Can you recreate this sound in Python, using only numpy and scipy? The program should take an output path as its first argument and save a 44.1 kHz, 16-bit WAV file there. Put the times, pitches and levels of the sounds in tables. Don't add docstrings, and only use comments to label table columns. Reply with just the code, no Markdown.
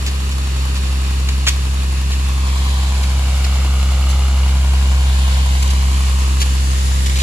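import sys
import numpy as np
from scipy import signal
from scipy.fft import rfft, irfft, next_fast_len
from scipy.io import wavfile
from scipy.ndimage import map_coordinates

SR = 44100
rng = np.random.default_rng(int(sys.argv[2]) if len(sys.argv) > 2 else 0)


def output_pcm(signal):
    pcm = np.clip(np.atleast_2d(signal).T, -1, 1) * 32767
    wavfile.write(sys.argv[1], SR, np.round(pcm).astype(np.int16))


N = 318402
T = np.arange(N) / SR

# (time [s], engine off axis [deg], nozzle off axis [deg])
BEARINGS = [(0, 47.3, 18), (2.2, 47, 11), (2.95, 12, -35), (4.3, 4.7, -79), (5.6, 32.5, -102),
            (6.4, 48, -122), (7.22, 92, -138)]
# (time [s], delay [ms])
CHEST_ECHO_DELAY = [(0, .88), (2.2, .9), (3.2, 1.3), (3.8, 1.39), (4.3, 1.35), (4.7, 1.23), (5.4, 1.22),
                    (6.2, .93), (7.22, .74)]
# (frequency [Hz], gain [dB])
LEFT_RESPONSE = [(1000, 2), (2600, 5), (4500, 4.5), (6000, 2.5), (7300, 8.5), (8100, 1.5), (9000, -2.5),
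                 (10500, -12), (15000, -12.5)]
RIGHT_RESPONSE = [(1000, 1), (3000, 6.5), (4400, 7), (6000, -1.5), (8000, -1.5), (9200, 3.5), (10500, 8),
                  (12000, 1.5), (13500, -6.5), (15000, -19)]

# (time [s], level [dB])
SCUFFS = [(3.647, -24)]
# (frequency [Hz], level [dB])
SCUFF_SPECTRUM = [(150, -18), (300, -1), (450, -9), (600, -14), (1200, -33), (4000, -42)]
# (frequency [Hz], level [dB])
LEAK_SPECTRUM = [(3000, -23), (5500, -29), (7000, -31), (8200, -9), (10500, 7), (12000, -3), (15000, -14)]
SIZZLE_SPECTRUM = [(1000, -30), (2400, -23), (3000, 5), (4200, 3.5), (5500, -7), (9000, -11)]
JET_SPECTRUM = [(100, -27), (300, -10.5), (500, 7.5), (750, 0.5), (1100, -1.5), (1500, -1.5), (1850, -2),
                (2400, 0), (3200, -3), (4200, -3), (5200, -5), (7000, -8.5), (14000, -17.5)]
SPRAY_SPECTRUM = [(1200, -17), (3000, -12.5), (5000, 4), (6500, 6), (8000, 5.5), (10000, -3.5), (12000, -4),
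                  (15000, 1)]
SPIT_SPECTRUM = [(300, 9.5), (800, 4), (1400, 8.5), (2300, 10.5), (4500, 7.5), (7000, 6.5), (9000, -2.5),
                 (12000, -2.5), (15000, 0)]
# (middle [s], length [s], level [dB])
SIZZLES = [(2.715, 0.51, -39.5), (5.303, 0.67, -39.5)]
# (time [s], level [dB])
SPRAY_LEVEL = [(0, -40.5), (2.1, -40), (2.8, -36.5), (4.5, -38.5), (5.6, -35), (7.22, -32.5)]
# (time [s], level before filtering [dB], length [s], lower band edge [Hz])
AIR_POCKETS = [(0.0632, -17, 0.001, 2600), (0.071, -29.5, 0.016, 1500), (0.314, -31, 0.012, 2000),
               (0.753, -31.5, 0.025, 2500), (1.287, -22.5, 0.0042, 1400), (1.466, -16.5, 0.013, 380),
               (1.47, -23, 0.0084, 4000), (1.482, -10.5, 0.01, 4500), (2.116, -30.5, 0.028, 1800),
               (3.03, -27.5, 0.01, 3000), (3.443, -24, 0.0092, 1500), (4.089, -25, 0.027, 7350),
               (5.623, -21, 0.0096, 6000), (5.674, -25, 0.0066, 5000), (5.703, -23.5, 0.0091, 5000),
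               (6.402, -19, 0.014, 7500), (6.416, -21, 0.013, 2200), (7.06, -22, .012, 5000),
               (7.096, -27, .007, 2500), (7.156, -27.5, 0.022, 2500), (7.186, -26.5, 0.038, 2000)]

# (time [s], firing rate [Hz])
FIRING_RATE = [(0, 67.4), (.65, 66.08), (3, 66.2), (7.22, 66.02)]
# (knock delay [firing intervals], knock level [dB], tick level [dB])
CYLINDER_BLOWS = [(.8, -3, .5), (.76, 3, -2), (.8, -.5, 2), (.68, 1.5, 1), (.8, -1.5, -1.5), (.7, 1.5, .5)]
# (multiple of the six-firing cycle, level [dB])
EXHAUST_ORDERS = [(6, 0), (7, -30), (10, -38), (11, -37), (12, -17), (13, -35), (14, -35), (16, -30),
                  (18, -24.7), (21, -34.5), (24, -35), (30, -42), (36, -35.5)]
BLOCK_ORDERS = [(63, -3), (67, -5), (69, -2), (72, -7), (75, 1), (84, -1), (90, 1), (93, -2), (99, 2),
                (103, 2), (106, -1), (110, -3), (114, -5), (130, -3)]
# (time [s], level [dB])
DRONE_LEVEL = [(0.1, -17.5), (1.31, -15), (1.48, -16), (4.82, -11.5), (6.96, -14), (7.1, -14)]
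# (time [s], knock level [dB], tick level [dB])
CLATTER_LEVELS = [(0, -43, -53), (2.1, -42.5, -50), (2.8, -37.5, -54), (3.5, -37, -43), (4.4, -36.5, -43.5),
                  (4.65, -37, -43), (5, -36, -43), (5.4, -37, -40), (6.2, -39.5, -46), (7.22, -39.5, -49)]
# (frequency [Hz], level [dB])
KNOCK_SPECTRUM = [(200, -6), (300, -1), (395, -7), (470, -16), (560, -7), (640, -16), (730, 2), (870, -2.5),
                  (980, 8), (1140, 10), (1290, 3), (1450, -6), (1800, -5), (2300, -12.5), (5000, -25)]
TICK_SPECTRUM = [(1500, -15), (2200, 26), (2550, -5), (3400, 21), (4100, -7), (5500, 7), (9000, -1)]
BANK_SPECTRUM = [(600, -9), (850, -8), (970, -4), (1120, -15), (1500, -22.5)]
# (frequency [Hz], level [dB])
RUMBLE_SPECTRUM = [(15, -14), (40, -6), (70, -1), (150, -10.5), (230, -10), (300, -5), (400, -9.5),
                   (600, -15.5), (1200, -25)]


def from_db(db):
    return np.exp(np.asarray(db) * (np.log(10) / 20))


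def unit_rms(x):
    return x / np.sqrt(np.mean(x ** 2) + 1e-20)


def in_time(rows):
    times, *columns = np.transpose(rows)
    return [np.interp(T, times, column) for column in columns]


def colour(x, spectrum, keep_power=True):
    size = next_fast_len(N + 4096)
    hz, level_db = np.transpose(spectrum)
    gain = from_db(np.interp(np.log(np.fft.rfftfreq(size, 1 / SR) + 1), np.log(hz), level_db))
    return irfft(rfft(x, size) * (unit_rms(gain) if keep_power else gain), size)[..., :N]


def drift(rate_hz):
    hop, settle = 40, 2000
    pole = np.exp(-2 * np.pi * rate_hz * hop / SR)
    noise = rng.standard_normal(N // hop + settle + 2)
    slow = signal.lfilter([1], [1, -2 * pole, pole * pole], noise)[settle:]
    return np.interp(np.arange(N) / hop, np.arange(len(slow)), unit_rms(slow))


def grains(per_s, spread_db):
    born = rng.random(N) < per_s / SR
    sizes = from_db(spread_db * np.minimum(rng.exponential(1, N), 4))
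    return unit_rms(sizes * rng.choice([-1, 1], N) * born)


def delayed(x, ms):
    return map_coordinates(x, [(T - ms / 1000) * SR], order=3)


def port_lag_ms(degrees, side_on_ms=.514):
    return side_on_ms * np.sin(np.radians(degrees))


def outdoors(x, lag_ms, scatter_db, t60):
    direct = np.array([delayed(x, side * lag_ms / 2) for side in (1, -1)])
    t = T[:SR // 2]
    tails = rng.standard_normal((2, len(t))) * from_db(-60 * t / t60)
    tails /= np.sqrt(np.sum(tails ** 2, axis=1, keepdims=True))
    scattered = signal.fftconvolve(x[None], tails, axes=1)[:, :N]
    return (direct + from_db(scatter_db) * scattered) / np.hypot(1, from_db(scatter_db))


def chest_echo(x, lag_ms, echo_db, dull_hz=4500):
    delay_ms, = in_time(CHEST_ECHO_DELAY)
    echo = np.array([delayed(port, delay_ms + side * lag_ms / 2) for port, side in zip(x, (-1, 1))])
    echo = signal.lfilter(*signal.butter(1, dull_hz, fs=SR), echo)
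    return (x + from_db(echo_db) * echo) / np.hypot(1, from_db(echo_db))


def ground_bounce(x, delay_ms, sway_ms, echo_db):
    return unit_rms(x + from_db(echo_db) * delayed(x, delay_ms + sway_ms * drift(.4)))


def shoe_scuff(decay_s=.009):
    push = sum(from_db(level_db) * (T > s) * np.exp(-np.abs(T - s) / decay_s) for s, level_db in SCUFFS)
    return push * colour(rng.standard_normal(N), SCUFF_SPECTRUM)


def leak(nearest_db=-44, nearest_s=7.3, approach_s=.88):
    nearness = 1 / np.hypot(1, (T - nearest_s) / approach_s)
    level = nearness * from_db(nearest_db + 1.9 * drift(5.2))
    return level * colour(rng.standard_normal((2, N)), LEAK_SPECTRUM)


def sizzle():
    swell = sum(from_db(level_db) * np.exp(-(2 * (T - middle_s) / length_s) ** 4)
                for middle_s, length_s, level_db in SIZZLES)
    drops = np.array([grains(per_s=9000, spread_db=1.5) for port in range(2)])
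    return swell * colour(drops, SIZZLE_SPECTRUM)


def nozzle_spits(lag_ms, rise_s=.0008, fall_s=.004, band_ratio=18):
    crackle = colour(grains(per_s=16000, spread_db=1.2), SPIT_SPECTRUM)
    out = np.zeros(N)
    for start_s, level_db, length_s, edge_hz in AIR_POCKETS:
        span = slice(int(start_s * SR), int(start_s * SR) + SR // 10)
        t = T[span] - T[span][0]
        burst = np.minimum(t / rise_s, 1) * np.exp(-np.maximum(t - length_s, 0) / fall_s)
        band = signal.butter(1, [edge_hz, min(band_ratio * edge_hz, .45 * SR)], "band", fs=SR)
        out[span] += from_db(level_db) * signal.lfilter(*band, burst * crackle[span])
    return outdoors(out, lag_ms, scatter_db=-10, t60=.3)


def water_jet(degrees, side_loss_db=1.5):
    spray_db, = in_time(SPRAY_LEVEL)
    jet_db = -40 + .33 * (spray_db - spray_db.mean())
    nozzle = colour(grains(per_s=14000, spread_db=2.5), JET_SPECTRUM)
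    nozzle = ground_bounce(nozzle, delay_ms=2.5, sway_ms=.15, echo_db=-6)
    plume = from_db(4.5) * colour(rng.standard_normal((2, N)), JET_SPECTRUM)
    off_axis = from_db(-side_loss_db * (1 - np.cos(np.radians(degrees))))
    rush = off_axis * outdoors(nozzle, port_lag_ms(degrees), scatter_db=-4, t60=.32) + plume
    drops = np.array([grains(per_s=8000, spread_db=1.5) for port in range(2)])
    patter = colour(drops, SPRAY_SPECTRUM)
    return rush * from_db(jet_db + .8 * drift(10.4)) + patter * from_db(spray_db + .55 * drift(15))


def clatter(firings, strength_db, decay_s, sustain, repeat, uneven_db,
            rebound=0, rebound_s=.008, rise_s=.001):
    number = np.arange(int(firings[-1]))
    cylinders = number % len(CYLINDER_BLOWS)
    knock_delay = np.array(CYLINDER_BLOWS)[cylinders, 0]
    starts = (np.interp(number + knock_delay, firings, T) * SR).astype(int)
    t = T[:SR // 32]
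    blows = np.exp(-t / decay_s) + rebound * (t > rebound_s) * np.exp(-np.abs(t - rebound_s) / decay_s)
    envelope = (blows + sustain) * (1 - t / t[-1]) * (1 - np.exp(-t / rise_s))
    signatures = rng.standard_normal((len(CYLINDER_BLOWS), len(t)))
    out = np.zeros(N + len(t))
    for start, cylinder in zip(starts, cylinders):
        rattle = np.sqrt(repeat) * signatures[cylinder] + np.sqrt(1 - repeat) * rng.standard_normal(len(t))
        strength = from_db(strength_db[cylinder] + uneven_db * rng.standard_normal())
        out[start:start + len(t)] += strength * envelope * rattle
    return unit_rms(out[:N])


def bank_knock(firings, strength_db):
    hardest_only = np.where(strength_db == strength_db.max(), 0, -np.inf)
    knocks = clatter(firings, hardest_only, decay_s=.004, sustain=.05, repeat=.85, uneven_db=.5)
    return unit_rms(colour(knocks, BANK_SPECTRUM))


def pump(firings, turns_per_firing=1.531):
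    return np.cos(2 * np.pi * turns_per_firing * firings + .6 * drift(2)) * from_db(2 * drift(4))


def valve_gear(firings, strength_db, cover_hz=2900, width_hz=200, ring_db=7):
    ticks = clatter(firings, strength_db, decay_s=.003, sustain=.08, repeat=.4, uneven_db=.7)
    ring = signal.lfilter(*signal.iirpeak(cover_hz, cover_hz / width_hz, fs=SR), ticks)
    return unit_rms(colour(ticks, TICK_SPECTRUM) + from_db(ring_db) * unit_rms(ring))


def block_ring(firings, flutter_db=2.5):
    cycles = (firings + .004 * drift(4.6)) / len(CYLINDER_BLOWS)
    tones = 0
    for multiple, level_db in BLOCK_ORDERS:
        level = from_db(level_db + flutter_db * drift(1.7))
        tones += level * np.cos(2 * np.pi * (multiple * cycles + rng.random()))
    return unit_rms(tones)


def combustion_knock(firings, strength_db):
    rattle = clatter(firings, strength_db, decay_s=.0035, sustain=.14, repeat=.6, uneven_db=.3, rebound=.4)
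    return colour(rattle, KNOCK_SPECTRUM) + from_db(-5.5) * block_ring(firings)


def exhaust(firings, flutter_per_db=2 / 30, wander_rad=.85):
    drone_db, = in_time(DRONE_LEVEL)
    swell_db = drone_db - drone_db.mean()
    tones = 0
    for multiple, level_db in EXHAUST_ORDERS:
        overtone = multiple / len(CYLINDER_BLOWS)
        phase = 2 * np.pi * overtone * firings
        if multiple % len(CYLINDER_BLOWS):
            phase += rng.uniform(0, 2 * np.pi) + wander_rad * drift(8)
        flutter_db = flutter_per_db * level_db * drift(28)
        tones += from_db(level_db + flutter_db + swell_db / overtone) * np.cos(phase)
    return np.sqrt(2) * from_db(drone_db.mean()) * tones


def engine(lag_ms):
    firings = .19 + np.cumsum(in_time(FIRING_RATE)[0]) / SR
    knock_db, tick_db = in_time(CLATTER_LEVELS)
    _, cylinder_knock_db, cylinder_tick_db = np.transpose(CYLINDER_BLOWS)
    drone = exhaust(firings) + from_db(-38.5) * pump(firings)
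    rumble = from_db(-34) * colour(rng.standard_normal(N), RUMBLE_SPECTRUM)
    knock = from_db(knock_db) * combustion_knock(firings, cylinder_knock_db)
    ticks = from_db(tick_db) * valve_gear(firings, cylinder_tick_db)
    drone, rumble = (outdoors(low, lag_ms, scatter_db=-50, t60=.1) for low in (drone, rumble))
    knock = outdoors(knock, lag_ms, scatter_db=-14, t60=.17)
    far_bank = from_db(-45.5) * bank_knock(firings, cylinder_knock_db)
    ticks = outdoors(ticks, lag_ms, scatter_db=-4.5, t60=.15)
    return drone + chest_echo(rumble + knock, lag_ms, echo_db=-6) + far_bank + ticks


def scene():
    engine_degrees, nozzle_degrees = in_time(BEARINGS)
    engine_lag_ms = port_lag_ms(engine_degrees)
    spits = nozzle_spits(port_lag_ms(nozzle_degrees))
    water = chest_echo(water_jet(nozzle_degrees), engine_lag_ms, echo_db=-10)
    return engine(engine_lag_ms) + water + sizzle() + leak() + spits + shoe_scuff()


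def record(dry, flat_below_hz=300, clip_at=.85, cutoff_hz=15400):
    heard = np.array([colour(x, [(flat_below_hz, 0), *response], keep_power=False)
                      for x, response in zip(dry, (LEFT_RESPONSE, RIGHT_RESPONSE))])
    low_pass = signal.ellip(12, .1, 80, cutoff_hz, fs=SR, output="sos")
    return signal.sosfilt(low_pass, np.clip(heard, -clip_at, clip_at))


dry = scene()
out = record(dry)
output_pcm(out)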